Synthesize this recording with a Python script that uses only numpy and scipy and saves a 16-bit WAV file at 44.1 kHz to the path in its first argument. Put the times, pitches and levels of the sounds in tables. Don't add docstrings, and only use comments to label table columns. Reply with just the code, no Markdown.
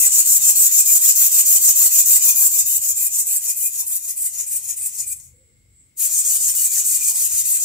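import sys
import numpy as np
from scipy import signal
from scipy.fft import rfft, irfft, next_fast_len
from scipy.io import wavfile
from scipy.ndimage import uniform_filter1d, map_coordinates

SR = 44100
rng = np.random.default_rng(int(sys.argv[2]) if len(sys.argv) > 2 else 0)


def wrap_up_sound(samples):
    columns = np.atleast_2d(samples).T
    tamed = np.clip(columns, -1, 1)
    steps = np.round(tamed * 32767).astype(np.int16)
    wavfile.write(sys.argv[1], SR, steps)


N = 336924
TIME = np.arange(N) / SR


def amp(db):
    return np.exp(np.asarray(db) * np.log(10) / 20)


def unit(x):
    return x / np.sqrt(np.mean(x ** 2, axis=-1, keepdims=True) + 1e-20)


def along(points, hz):
    f, v = np.transpose(points)
    return np.interp(np.log(hz + 1), np.log(f + 1), v)


def curves(rows, t=TIME):
    seconds, *columns = np.transpose(rows)
    return [np.interp(t, seconds, column) for column in columns]


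def wobble(rate, channels=1):
    knots = rng.standard_normal((channels, int(N * rate / SR) + 2))
    return np.array([np.interp(TIME * rate, np.arange(len(k)), k) for k in knots])


def swells(rows):
    total = np.zeros(N)
    for peak_s, db, rise, fall in rows:
        distance = np.where(TIME < peak_s, (peak_s - TIME) / rise, (TIME - peak_s) / fall)
        total += amp(db - 10 * distance)
    return total


def filtered(x, response):
    m = next_fast_len(N + SR // 2)
    return irfft(rfft(x, m) * response(np.fft.rfftfreq(m, 1 / SR)), m)[..., :N]


def resonances(modes):
    def response(f):
        total = 0
        for k, (centre, width, *db) in enumerate(modes):
            damping = 1j * f * width * np.sqrt(2)
            mode = (damping / (centre * centre - f * f + damping)) ** 2
            total = total + amp(db)[:, None, None] * mode * (-1) ** k
        return total
    return response


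# t/s of the peak, level/dB before the left-right lean, rise t/s, fall t/s
STEPS_AND_HANDLING = [(.06, -48, 0.084, 0.073), (.4, -51.5, 0.086, 0.17), (1.05, -59, 0.087, 0.069),
                      (1.54, -52, .04, 0.047), (2.7, -53.5, 0.21, 0.4), (3.58, -61, 0.03, 0.22),
                      (4.21, -64, 0.084, 0.13), (4.82, -62.5, 0.22, 0.057), (5.02, -54, 0.044, 0.11),
                      (5.28, -55.5, .07, 0.087), (5.58, -60.5, 0.088, 0.36), (6.47, -54, 0.086, 0.13),
                      (6.94, -57.5, 0.042, .12), (7.34, -54, 0.056, 0.21)]
# f/Hz, relative level/dB per Hz
RUMBLE_COLOUR = [(20, -41.5), (35, -11.5), (55, 3), (90, 1), (135, -3.5), (200, -25), (300, -51)]
RUMBLE_DB, RUMBLE_SWAY_DB = -74, 5


def floor_rumble():
    a = rng.standard_normal((2, N))
    nearly_alike = a[0] + 0.32 * a[1] * [[1], [-1]]
    level = swells(STEPS_AND_HANDLING) + amp(RUMBLE_DB + RUMBLE_SWAY_DB * wobble(4.1))
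    return level * unit(filtered(nearly_alike, lambda hz: amp(along(RUMBLE_COLOUR, hz))))


# f/Hz, relative level/dB per Hz
HUSH_COLOUR = [(25, -47), (60, -6.5), (130, -5), (250, -8), (500, -17.5), (850, -27.5), (1500, -26),
               (1950, -22), (2150, -8), (2400, -23.5), (5000, -23), (9000, -28), (11000, -21.5),
               (12500, -29), (15600, -31.5)]
# f/Hz, left-right likeness (1 = same)
HUSH_LIKENESS = [(60, 1), (250, 0.73), (600, .1)]
HUSH_DB = -65.5


def steady_hush():
    angle = lambda hz: np.arccos(np.clip(along(HUSH_LIKENESS, hz), -1, 1)) / 2
    shares = lambda hz: amp(along(HUSH_COLOUR, hz)) * [np.cos(angle(hz)), np.sin(angle(hz))]
    mid, side = filtered(rng.standard_normal((2, N)), shares)
    return amp(HUSH_DB) * unit(np.array([mid + side, mid - side]))


# t/s of the peak, level/dB before wavering and lean, rise t/s, fall t/s
HUM_SWELL = [(5.37, -62.5, 0.041, 0.15)]
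HUM_HZ, HUM_SAG_HZ_PER_S, HUM_BLUR_HZ = 500, 60, 30


def faint_hum():
    hum_hz = HUM_HZ - HUM_SAG_HZ_PER_S * (TIME - HUM_SWELL[0][0]) + HUM_BLUR_HZ * wobble(140)[0]
    waver = 1.15 + 0.8 * wobble(90)
    return swells(HUM_SWELL) * waver * np.sin(2 * np.pi * np.cumsum(hum_hz) / SR)


def background():
    left_right_lean = amp([[1.6], [-1.6]])
    return (floor_rumble() + steady_hush() + faint_hum()) * left_right_lean


# f/Hz, decay t/s for 60 dB, level of the answer/dB
WALL_ANSWER = [(1004, 0.63, -7), (2523, 0.16, -4), (6830, 0.26, -9.5), (15000, 0.35, -17.5)]


def room(x):
    hz, t, z = signal.stft(rng.standard_normal((2, SR // 2)), SR, nperseg=256)
    t60 = along([(f, s) for f, s, _ in WALL_ANSWER], hz)[:, None]
    decay = amp(-60 * t / t60) / np.sqrt(t60)
    tail = signal.istft(z * decay, SR, nperseg=256)[1]
    answer = signal.fftconvolve(x, unit(tail) / np.sqrt(tail.shape[1]), axes=1)[:, :N]
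    return filtered(answer, lambda hz: amp(along([(f, db) for f, _, db in WALL_ANSWER], hz)))


# t/s of the peak, level/dB before a 6 dB lift, rise t/s, fall t/s
HUNTING = [(5.35, -64.5, 0.068, 0.39), (5.8, -58, 0.048, 0.065)]


def creep():
    whisper = resonances([(7500, 380, -1.8), (8030, 310, -0.18)])
    return swells(HUNTING) * amp(6.0) * unit(filtered(rng.standard_normal((2, N)), whisper)[0])


def rattle(turn, once, thrice, patchy_db):
    z = signal.stft(rng.standard_normal(turn.shape), nperseg=1024)[2]
    patches = uniform_filter1d(rng.standard_normal(z.shape[1:]), size=4, axis=1)
    patchy = z * amp(patchy_db * patches / patches.std())
    noise = signal.istft(patchy, nperseg=1024)[1][:, :N]
    return noise * (1 + once * np.cos(turn) + thrice * np.cos(3 * turn))


# t/s, level/dB over the commutator's own
WHINE_RETURN = [(5.9, 0), (5.95, -12), (6.3, -5.5), (7.6, -3)]


def commutator(turn):
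    whine = 0.23 * np.sin(3 * turn) * amp(3 * wobble(74, channels=3))
    whine = whine + 0.064 * np.sin(5 * turn) + 0.032 * np.sin(8 * turn)
    return amp(curves(WHINE_RETURN)[0]) * whine


# t/s into the flap, motor turns f/Hz before each part's own factor,
# swell level/dB in the first colour, in the second colour (both before each layer's depth)
FLAP_CYCLE = [(0, 202, -15, -5), (.015, 117.5, -15.5, -5.5), (.035, 200.6, -4.5, -6.5), (.07, 264, 1, -0.5),
              (.088, 307, -0.5, -2.5), (.107, 310.4, 4.5, 3.5), (.125, 301, 2, 5), (.14, 275, -6, -0.5),
              (.158, 110, -20.5, -1), (.175, 149, -3, -11.5), (.192, 200, -1.5, -3.5), (.21, 243, -0.5, -6),
              (.245, 289.5, 2.5, -1), (.262, 288.3, -0.5, -2.5), (.282, 269.6, 3.5, 1.5),
              (.3, 198.5, -5, -5)]
FLAP_S, FLAP_START_S, UP_S = .3, .085, 0.17
# t/s, level/dB
STOP_POWER = [(5.13, 1.5), (5.155, -18.5), (5.185, -14), (5.2, -9), (5.215, -15), (5.27, -19.5),
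              (5.42, -57), (5.955, -53.5), (5.975, -17.5), (6.0, -2.5), (6.03, -0.5), (6.08, -2)]
STOP_S, PAUSE_SWITCH_S = 5.2, 5.5
AGAIN_EARLY_S, AGAIN_DEPTH = 0.0076, 0.61
# t/s, rings and frame level/dB, gear fizz level/dB
RIG_LEVEL = [(0, -16, -13.5), (.9, -16, -11.5), (1.4, -15.5, -11.5), (2.25, -15.5, -11), (2.45, -19, -13),
             (2.6, -22.5, -17), (2.9, -26, -20.5), (3.3, -26.5, -22), (3.7, -30.5, -24), (4.1, -33, -28),
             (4.5, -32, -29), (4.8, -32.5, -30), (5.2, -34, -31), (5.9, -24, -19.5), (6.3, -19.5, -17.5),
             (6.7, -19.5, -17.5), (7.2, -20, -18), (7.6, -20, -19)]
# (first, second colour) level/dB over the loudness,
# (first, second colour) upstroke over downstroke level/dB, depth of the swell (factor)
LAYER_BALANCE = [((0, 0), (1.56, 1.5), 1.24), ((3.9, 5.9), (0.56, -10), 1.17), ((0.1, 0.13), (-1.2, -7.5),
                 1.21), ((-17.5, -18.5), (0.3, -3.1), 0.86)]


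def strokes(second_share):
    again = TIME > PAUSE_SWITCH_S
    phase = (TIME - FLAP_START_S + AGAIN_EARLY_S * again) % FLAP_S
    turns_hz, first_db, second_db = curves(FLAP_CYCLE, phase)
    blend = lambda first, second: first + second_share * (second - first)
    depth_now = np.where(again, AGAIN_DEPTH, TIME < STOP_S)
    swell_db = blend(first_db, second_db) * depth_now
    upstroke = (phase > .012) & (phase < UP_S + .005)
    up = uniform_filter1d(upstroke, size=SR // 100, output=float) - .5
    ring_db, fizz_db = curves(RIG_LEVEL) + curves(STOP_POWER)[0]
    gains = []
    for db, (over, lift, depth) in zip((ring_db, ring_db, fizz_db, ring_db), LAYER_BALANCE):
        gains.append(amp(db + blend(*over) + up * blend(*lift) + depth * swell_db))
    return turns_hz, gains


def spread(x, alike, tilt_db):
    sides = amp(np.array([tilt_db, -tilt_db]) / 2)
    sides = sides / np.sqrt(np.mean(sides ** 2, axis=0))
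    return np.array([np.sqrt(alike) * x[0] * sides, np.sqrt(1 - alike) * x[1:] * sides])


# t/s, lead of the left port t/us, left over right level/dB of the upper ring, of the fizz
PHONE_AIM = [(0, -68, -1, 6), (1.2, -41.5, -3.1, 6), (2.4, -45.5, -3.5, 7.5), (3.3, -62.5, -6, 8.5),
             (4.3, -12, -0.5, 9), (5, 7.5, 1.5, 8.5), (6, -3.5, 0.5, 7.5), (6.8, 18, -1, 7.5),
             (7.6, -31, 0.5, 8.5)]
# f/Hz, radians by which the left leads
PORT_PHASE = [(1000, 0), (4600, -0.7), (5700, 0.25), (6900, -2.5), (8400, -1.47), (10900, 0), (12000, -5),
              (13500, -2), (15200, -2)]


def ports(paths):
    shared, separate = paths
    lead = curves(PHONE_AIM)[0] * SR / 10 ** 6
    turned = lambda hz: np.exp(.5j * along(PORT_PHASE, hz) * np.array([[1], [-1]]))
    pair = filtered(shared, turned)
    shifted = [map_coordinates(p, [np.arange(N) + way * lead / 2], order=4) for p, way in zip(pair, (1, -1))]
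    return separate + shifted


# t/s, cases, frame
SECOND_COLOUR = [(2.3, 0.017, 0.024), (3.3, 0.58, 0.36), (4.5, 0.85, 1), (5.5, 1, 0.94), (6, 0.25, 0.35),
                 (7.6, 0.34, 0.33)]
# f/Hz, width/Hz, relative level/dB in the first colour, in the second
FRAME_MODES = [(634, 230, -25, -24), (932, 140, -11.5, -11), (1153, 460, -21, -21.5),
               (1496, 225, -14, -18.5), (2010, 247, -10, -6.5), (2456, 168, -1, -1), (3000, 660, -6, -9),
               (3758, 420, -3.5, -9), (4590, 530, 2.5, -2.5)]
LOWER_RING_MODES = [(5254, 780, -16.5, -17), (5970, 640, -9, -11), (6555, 530, -5, -6),
                    (7096, 256, 2.5, 2.5)]
UPPER_RING_MODES = [(7515, 253, 2, -6.5), (7834, 150, -4, 0.5), (7760, 320, -2, -8.5),
                    (8088, 192, -1, -0.5), (8486, 350, -3.5, -3), (9274, 1100, -11, -12)]
FIZZ_MODES = [(10354, 940, -3.5, -2), (11237, 590, -3, -2), (12260, 960, 1, -6), (13570, 290, -4, -1.5),
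              (14460, 900, 1.5, -7), (15000, 430, -24, -3)]


def servos():
    case_share, frame_share = curves(SECOND_COLOUR)
    turns_hz, (lower_gain, upper_gain, fizz_gain, frame_gain) = strokes(case_share)
    speed = [[1.03], [1.07], [.99]] + .015 * wobble(15, channels=3)
    turn = 2 * np.pi * np.cumsum(turns_hz * speed, axis=1) / SR
    ring_tilt, fizz_tilt = curves(PHONE_AIM)[1:]
    flat = np.ones(N)

    def sound(modes, drive, second_share=case_share):
        first, second = unit(filtered(drive, resonances(modes)))
        return (1 - second_share) * first + second_share * second

    def shake(db):
        return amp(db * wobble(23))

    lower = sound(LOWER_RING_MODES, rattle(turn, 0.24, 0.1, patchy_db=4.0))
    upper = sound(UPPER_RING_MODES, rattle(turn, 0.13, 0.096, patchy_db=5.0))
    fizz = sound(FIZZ_MODES, rattle(turn, 0.56, 0.17, patchy_db=1.0))
    frame_drive = rattle(turn, 0.1, 0.092, patchy_db=6.5) + commutator(turn)
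    frame = sound(FRAME_MODES, frame_drive, frame_share)

    paths = lower_gain * shake(1.2) * spread(lower, 0.39, 4.4 * flat)
    paths = paths + upper_gain * shake(1.2) * spread(upper, 0.61, ring_tilt)
    paths = paths + fizz_gain * shake(.9) * spread(fizz, 0.36, fizz_tilt)
    paths = paths + frame_gain * shake(0.45) * spread(frame, 0.77, 2.25 * flat)
    return ports(paths)


def scene():
    rig = servos()
    return background() + creep() + room(rig) + rig


CLIP_TOP, CLIP_KNEE = 0.86, 6.8
TOP_HZ = 15700


def record(dry):
    power = uniform_filter1d(np.mean(dry ** 2, axis=0), size=SR // 50)
    loud_db = 10 * np.log10(np.abs(power) + 1e-12)
    eased = dry * amp(-.4 * np.maximum(loud_db + 18.5, 0))
    clipped = eased / (1 + np.abs(eased / CLIP_TOP) ** CLIP_KNEE) ** (1 / CLIP_KNEE)
    return np.clip(filtered(clipped, lambda hz: hz < TOP_HZ), -1, 1)


dry = scene()
out = record(dry)
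wrap_up_sound(out)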